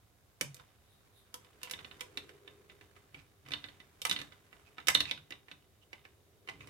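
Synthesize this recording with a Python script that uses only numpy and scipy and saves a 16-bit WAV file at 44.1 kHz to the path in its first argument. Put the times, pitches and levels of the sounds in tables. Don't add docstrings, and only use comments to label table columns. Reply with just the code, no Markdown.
import sys
import numpy as np
from scipy import signal
from scipy.io import wavfile

SR = 44100
rng = np.random.default_rng(int(sys.argv[2]) if len(sys.argv) > 2 else 0)


def pcm_store(signal):
    levels = np.round(np.clip(np.atleast_2d(signal), -1, 1) * 32767)
    wavfile.write(sys.argv[1], SR, levels.astype(np.int16).T)


N = 295444

# (time [s], strength [dB], hardness [dB], ring pitch [Hz])
CLICK_EVENTS = [(.411, -32.5, 10, 2220), (0.5446, -64, 24.5, 2460), (0.5665, -62, 11, 1680),
                (.5972, -55, -15, 1000), (1.3416, -48, 14.5, 990), (1.447, -63.5, 3, 2520),
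                (1.6158, -60, 2, 2800), (1.6316, -45.5, 13, 2940), (1.673, -52, -19, 2300),
                (1.6976, -52.5, 8, 2800), (1.711, -44.5, 15.5, 2830), (1.995, -60, -2, 3640),
                (2.0084, -42, 8.5, 2390), (2.2925, -53, -1.5, 2020), (2.811, -56.5, -6, 2060),
                (2.9636, -59.5, -17, 1250), (3.1448, -47.5, -17.5, 2360), (3.4615, -55.5, -18, 2370),
                (3.4862, -52.5, 2, 1160), (3.507, -50, -3, 1700), (4.5288, -54.5, -14.5, 1980),
                (4.7823, -42.5, -16.5, 1340), (5.3064, -46, 0.5, 1970), (5.4837, -53, -16.5, 1930),
                (5.9305, -45, -7, 2050), (6.0518, -52.5, -11, 1640), (6.475, -52, -6, 2950),
                (6.4874, -38.5, -13.5, 2060), (6.607, -49.5, -19, 2550), (6.6728, -56, 5.5, 5560)]
# (time [s], strength [dB], hardness [dB])
TAP_EVENTS = [(1.7356, -37, -3), (1.7896, -48, -10), (1.846, -45, -5), (1.9121, -49, -5), (2.1731, -33, 6),
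              (2.4766, -48.5, -1), (2.6978, -55, -2), (3.519, -36, 4), (3.5358, -29.5, -4.5),
              (3.641, -39, -12), (3.6852, -50.5, -4), (3.8014, -52.5, 4), (4.096, -30, 14.5),
              (4.1125, -23.5, 5), (4.126, -37.5, 15), (4.1627, -32.5, -6), (4.1889, -41, 6),
              (4.201, -45, 7), (4.215, -40.5, 9.5), (4.3216, -55, 4), (4.8004, -52, 5), (4.9469, -33, 20),
              (4.9502, -15.5, 0), (4.973, -36, 3), (5.0047, -23.5, 6), (5.0542, -38, -17),
              (5.1116, -27, 0.5), (5.1756, -49, 2), (5.322, -41, -4), (5.5138, -45.5, 2)]
MEDIUM_DB = -40


def from_db(db):
    return 10 ** (np.asarray(db) / 20)


def rms_one(x):
    return x / np.sqrt(np.mean(x ** 2) + 1e-20)


def at_hz(points, hz):
    points_hz, values = np.array(points)[:, 0], np.array(points)[:, 1]
    return np.interp(np.log(hz), np.log(points_hz), values)


def in_time(curve):
    return np.interp(np.arange(N) / SR, *np.transpose(curve))


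def band(x, low, high, order=2):
    return signal.sosfilt(signal.butter(order, [low, high], "band", fs=SR, output="sos"), x)


def fade(t, t60):
    return np.exp(-np.log(1000) * t / t60)


def resonate(x, hz, width):
    radius = np.exp(-np.pi * width / SR)
    zeros = np.array([1, 0, -1]) * (1 - radius * radius) / 2
    poles = [1, -2 * radius * np.cos(2 * np.pi * hz / SR), radius * radius]
    return signal.lfilter(zeros, poles, x)


def drift(rate):
    knots = rng.standard_normal(2000)
    return np.interp(np.arange(N) / SR * rate, np.arange(len(knots)), knots)


def noise_bands(size):
    # (frequency [Hz], left-right correlation [-1 to 1])
    likeness = [(30, 0.35), (90, 0.78), (300, 0.646), (700, 0.43), (1500, 0.047), (12000, .05)]
    edges = 19 * 2 ** np.arange(0, 10.1, .5)
    white = rng.standard_normal((2, 2, size + SR // 4))
    for k, (low, high) in enumerate(zip(edges, edges[1:])):
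        mid, side = band(white[k % 2], low, high)[:, -size:]
        hz = np.sqrt(low * high)
        alike = np.clip(at_hz(likeness, hz), -1, 1)
        yield hz, np.sqrt(1 + alike) * mid + np.sqrt(1 - alike) * side * [[1], [-1]]


def coloured(spectrum):
    return rms_one(sum(from_db(at_hz(spectrum, hz)) * x for hz, x in noise_bands(N)))


def hush():
    # (frequency [Hz], relative density [dB per Hz])
    density = [(20, -36), (50, -10), (88, 1), (140, -11.5), (300, -16.5), (700, -17), (1500, -35),
               (4000, -28), (7000, -29.5), (15000, -28.5)]
    return from_db(-67.5) * coloured(density) * from_db([[-.7], [.7]])


def low_rush():
    # (frequency [Hz], width of each of two passes [Hz], relative level [dB])
    modes = [(314.8, 22.6, -6.5), (402, 75, -2.5), (484.5, 44, -9.5)]
    # (time [s], level before 1 dB of gain [dB])
    swell = [(0.0, -103), (0.97, -83.5), (2.31, -62), (3.23, -78), (4.53, -75), (4.89, -73), (5.76, -79.5),
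             (6.7, -67.5)]
    noise = rng.standard_normal(N) + 0.49 * rng.standard_normal((2, N))
    hollow = sum(from_db(db) * resonate(resonate(noise, hz, width), hz, width) for hz, width, db in modes)
    return from_db(in_time(swell) + 1) * rms_one(hollow)


def answer_db(rule, strength_db, hardness_db):
    db, by_strength, by_hardness = rule
    return db + by_strength * (strength_db - MEDIUM_DB) + by_hardness * hardness_db


def shuffling():
    # (level at medium strength [dB], slope with strength [dB per dB], slope with hardness [dB per dB])
    shuffle_law = (-60.5, .4, -0.23)
    rise_t60, fall_t60 = 0.06, .5
    kicks = np.zeros(N)
    for s, strength_db, hardness_db, *_ in list(TAP_EVENTS) + list(CLICK_EVENTS):
        kicks[int(s * SR)] += from_db(answer_db(shuffle_law, strength_db, hardness_db)) ** 2
    rise, fall = fade(1 / SR, rise_t60) ** 2, fade(1 / SR, fall_t60) ** 2
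    after = signal.lfilter([1], [1, -fall], kicks + 1e-18)
    before = signal.lfilter([0, 1], [1, -rise], kicks[::-1] + 1e-18)[::-1]
    return before + after


def frame(drive, frame_db):
    # (frequency [Hz], width [Hz], relative level [dB])
    modes = [(153, 3.1, 15), (294, 8.47, 13.5), (375, 81, 5.5), (480, 30, -8), (990, 36, 4),
             (1250, 36, -12), (1590, 63, 3.5), (2027, 38, 19.5), (2243, 210, 7), (2950, 57.7, 11.5),
             (3003, 170, 20.5), (3350, 145, 15), (3667, 57, 31), (3706, 120, 9), (5590, 930, 14),
             (8980, 5800, 14)]
    strengths = from_db(frame_db + 0.5 * rng.standard_normal(len(modes)))
    ringing = sum(g * from_db(db) * resonate(drive, hz, width) for g, (hz, width, db) in zip(strengths, modes))
    return drive + ringing


def room(x):
    # (frequency [Hz], level before a 6 dB cut [dB])
    tail_level = [(100, 7.5), (250, 3), (500, -10.5), (750, 10.5), (1200, -3), (2500, -5.5), (4000, -9),
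                  (8000, -6), (15000, -4)]
    # (frequency [Hz], 60 dB decay time [s])
    tail_t60 = [(100, 0.55), (300, 0.2), (1000, 0.16), (2000, 0.19), (3500, 0.26), (8000, 0.24),
                (15000, 0.11)]
    # (left delay [s], right delay [s], level [dB])
    echoes = [(.0034, .004, -9.5), (0.0161, 0.012, -19)]
    t = np.arange(SR * 2 // 3) / SR
    onset = np.clip((t - .004) / 0.0013, 0, 1)
    response = 0
    for hz, noise in noise_bands(len(t)):
        shape = onset * fade(t, at_hz(tail_t60, hz))
        gain = from_db(at_hz(tail_level, hz) - 6.0)
        response = response + gain * noise * shape / np.linalg.norm(shape)
    bounces = np.zeros_like(response)
    for *delays_s, db in echoes:
        bounces[[0, 1], (np.array(delays_s) * SR).astype(int)] += from_db(db)
    mono = (x[1] * 0.88 + x[0] * 0.27)[None]
    diffuse = signal.fftconvolve(mono, response, axes=1) * from_db([[-1], [1]])
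    return (diffuse + signal.fftconvolve(x, bounces, axes=1))[:, :N]


def handling():
    # (frequency [Hz], relative density [dB per Hz])
    rub_colour = [(40, 1.5), (110, 5.5), (280, -0.5), (700, -2.5), (1100, 1), (2200, -3.5), (3700, -11.5),
                  (5000, -13.5), (10000, -14), (16000, -23)]
    # (time [s], level before 4 dB of gain and the mix of grains and hiss [dB])
    rubbing = [(0.0, -78.5), (1.14, -75), (1.68, -70.5), (1.81, -65), (2.46, -72.5), (3.51, -77.5),
               (3.64, -74.5), (4.01, -71), (4.2, -65), (4.35, -73), (4.78, -71.5), (5.0, -55),
               (5.26, -77.5), (5.6, -75), (6.44, -73.5), (6.7, -61.5)]
    sizes_db = 3.126 * np.minimum(rng.exponential(1, N), 3.5)
    sizes = from_db(sizes_db) * rng.choice([-1, 1], N)
    slips = sizes * (rng.random(N) < 130 / SR) + 1e-18
    grains = band(frame(slips, frame_db=-12.5), 690, 2900) * from_db([[-2.5], [2.5]])
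    grains = rms_one(grains + room(grains))
    flicker = from_db(0.46 * drift(53) + 2.93 * drift(420))
    hiss = flicker * coloured(rub_colour) * from_db([[-1.2], [1.2]])
    steady, loose = from_db(in_time(rubbing) + 4), np.sqrt(shuffling())
    grain_level = np.hypot(from_db(-13.5) * steady, from_db(-3.5) * loose)
    hiss_level = np.hypot(from_db(-1.0) * steady, from_db(-2) * loose)
    return grain_level * grains + hiss_level * hiss


def register_levels(law, strength_db, hardness_db):
    return np.array([answer_db(rule, strength_db, hardness_db) for rule in law])


def contact(levels_db, pan_db, part_modes, slip_db, slip_t60, frame_db, soft_hz):
    # (low edge [Hz], high edge [Hz])
    registers = [(70, 580), (900, 2500), (2500, 5000), (5000, 15000)]
    t = np.arange(SR // 6) / SR
    spray = rng.standard_normal((3, len(t))) * fade(t, slip_t60)
    spray /= np.linalg.norm(spray, axis=1, keepdims=True)
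    push = (t == 0) + from_db(slip_db) * spray[2]
    drive = push + from_db(slip_db + 4.5) * spray[:2] * from_db([[4], [-4]])
    part_ring = sum(from_db(db) * resonate(drive, hz, width) for hz, width, db in part_modes)
    body = frame(drive, frame_db) + part_ring
    pole = np.exp(-2 * np.pi * soft_hz / SR)
    body = signal.lfilter([1 - pole], [1, -pole], body)
    out, attack = 0, round(.008 * SR)
    for k, ((low, high), db) in enumerate(zip(registers, levels_db)):
        source, lean_db = (body[[1, 1]], -2.5) if k == 0 else (body, pan_db)
        part = band(source, low, high, order=4)
        part = part / np.linalg.norm(part, axis=1, keepdims=True)
        part = part * from_db([[lean_db / 2], [-lean_db / 2]])
        out = out + from_db(db) * part / np.sqrt(np.mean(part[:, :attack] ** 2))
    return out


def add(track, s, sound):
    for channel, lag_s in enumerate((.00022, 0)):
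        start = int((s + lag_s) * SR)
        span = track[channel, start:start + sound.shape[1]]
        span += sound[channel, :len(span)]


def clicks():
    # (level at medium strength [dB], strength slope [dB/dB], hardness slope [dB/dB])
    click_law = [(-50.5, 0.81, 0.33), (-41.5, 1, 0), (-46, 0.98, 0.21), (-49.5, 1, 1)]
    # (start [s], end [s])
    lifted = (.5, 2.1)
    # (thud, knock, ring, crack [dB])
    lifted_db = (-8, 0.5, 3.5, -0.5)
    # (frequency [Hz], width [Hz], relative level [dB])
    free_modes = [(495, 10, 18.5), (981, 18, 12)]
    # (frequency [Hz], width [Hz], relative level [dB])
    table_modes = [(140.5, 19, 15.8), (343, 138, 16.5), (2270, 370, 3.5)]
    out = np.zeros((2, N))
    for s, strength_db, hardness_db, hz in CLICK_EVENTS:
        levels_db = register_levels(click_law, strength_db, hardness_db)
        support = table_modes
        if lifted[0] < s < lifted[1]:
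            support, levels_db = free_modes, levels_db + lifted_db
        modes = [(hz, 130, 10), (1.4 * hz, 220, 6)] + list(support)
        knock = contact(levels_db, -6, modes, slip_db=-1, slip_t60=0.029, frame_db=-17.5, soft_hz=5990)
        add(out, s, knock)
    return out


def slide():
    # (time [s], level [dB])
    level = [(.78, -88), (.93, -71.5), (1.1, -87), (1.18, -64.5), (1.3, -84)]
    # (frequency [Hz], width [Hz], relative level [dB])
    modes = [(3750, 260, -5), (10530, 3200, -17)]
    noise = rng.standard_normal((2, N))
    whisper = sum(from_db(db) * resonate(noise, hz, width) for hz, width, db in modes)
    return from_db(in_time(level)) * rms_one(whisper)


def squeaks_and_rings():
    # (time [s], length [s], pitch [Hz], level at the envelope's peak before panning [dB])
    events = [(1.639, 0.033, 2820, -53), (3.157, 0.066, 2360, -60.5), (3.461, 0.048, 2320, -68),
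              (4.648, 0.049, 2500, -64), (5.065, 0.057, 2530, -46), (5.808, 0.041, 2863, -68),
              (6.484, 0.048, 2960, -58), (6.486, 0.018, 1980, -43.5), (6.592, 0.061, 2520, -59),
              (6.593, 0.038, 6400, -73)]
    out = np.zeros((2, N))
    t = np.arange(SR // 6) / SR
    for s, length, hz, db in events:
        pulses = rng.standard_normal((2, len(t))) * (rng.random(len(t)) < 900 / SR)
        envelope = np.sin(np.pi * np.minimum(t / length, 1))
        ringing = rms_one(resonate(pulses, hz, 170) + from_db(-23.5) * band(pulses, 780, 5000))
        add(out, s, from_db(db) * envelope * ringing * from_db([[-3], [2]]))
    return out


def taps():
    # (level at medium strength [dB], strength slope [dB/dB], hardness slope [dB/dB])
    tap_law = [(-55, 0.61, 0.054), (-44, 0.66, 0), (-40, 1, 0), (-57.5, 1, 1)]
    # (frequency [Hz], width [Hz], relative level [dB])
    runner_modes = [(3660, 200, 20.5), (3890, 72, 26), (4240, 72, 17)]
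    out = np.zeros((2, N))
    modes = [(3570, 51, 19.5), (3040, 360, 5.4)] + list(runner_modes)
    for s, strength_db, hardness_db in TAP_EVENTS:
        levels_db = register_levels(tap_law, strength_db, hardness_db)
        scrape_db = 2.5 - 0.24 * (strength_db - MEDIUM_DB)
        tap = contact(levels_db, -7, modes, slip_db=scrape_db, slip_t60=0.03, frame_db=-3.0, soft_hz=2477)
        add(out, s, tap)
    return from_db(-3) * out


def leans():
    # (time [s], length [s], peak level [dB])
    presses = [(3.118, 0.13, -62.5), (3.427, 0.2, -58), (6.468, 0.28, -57.5)]
    # (frequency [Hz], width of each of two passes [Hz], relative level [dB])
    board_modes = [(68, 29, -5.5), (103, 18, 0.5), (138, 33, 3), (284, 19, 0)]
    noise = rng.standard_normal(N) + 0.36 * rng.standard_normal((2, N))
    boom = sum(from_db(db) * resonate(resonate(noise, hz, width), hz, width) for hz, width, db in board_modes)
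    t = np.arange(N) / SR
    pressure = sum(from_db(db) * np.sin(np.pi * np.clip((t - s) / length, 0, 1)) for s, length, db in presses)
    return pressure * rms_one(boom)


def snips():
    # (bite time [s], bite level [dB], break time [s], break level [dB], left over right [dB], ring pitch [Hz])
    cuts = [(4.0174, -37.5, 4.0513, -27.5, -4.5, 3220), (4.871, -31.5, 4.8841, -19.5, -10.5, 2174)]
    # (thud, knock, ring, crack [dB])
    bite_offsets = (-17.5, -12.5, -0.5, -3)
    # (thud, knock, ring, crack [dB])
    break_offsets = (-20, -1, -7, -3.5)
    after_delay_s, after_db, after_pan_db = .017, -2.5, 7.5
    out = np.zeros((2, N))
    for bite_s, bite_db, break_s, snap_db, pan_db, hz in cuts:
        modes = [(hz, 600, 9), (1250, 250, 2), (520, 80, 12)]
        bite_levels, break_levels = bite_db + np.array(bite_offsets), snap_db + np.array(break_offsets)
        stages = [
            (bite_s, bite_levels, pan_db),
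            (break_s, break_levels, pan_db),
            (break_s + after_delay_s, bite_levels + after_db, after_pan_db),
        ]
        for s, levels_db, lean_db in stages:
            crack = contact(levels_db, lean_db, modes, slip_db=0, slip_t60=0.031, frame_db=-14.5, soft_hz=7000)
            add(out, s, crack)
    return from_db(-2.0) * out


def scene():
    contacts = snips() + clicks() + taps() + squeaks_and_rings()
    return contacts + room(contacts) + handling() + leans() + slide() + low_rush() + hush()


def record(dry):
    left, right = dry - 0.49 * resonate(dry, 877, 100)
    right = signal.sosfilt(signal.butter(1, 11500, fs=SR, output="sos"), right)
    steep_cut = signal.ellip(10, .2, 80, 16000, fs=SR, output="sos")
    return signal.sosfilt(steep_cut, [left, right])


dry = scene()
out = record(dry)
pcm_store(out)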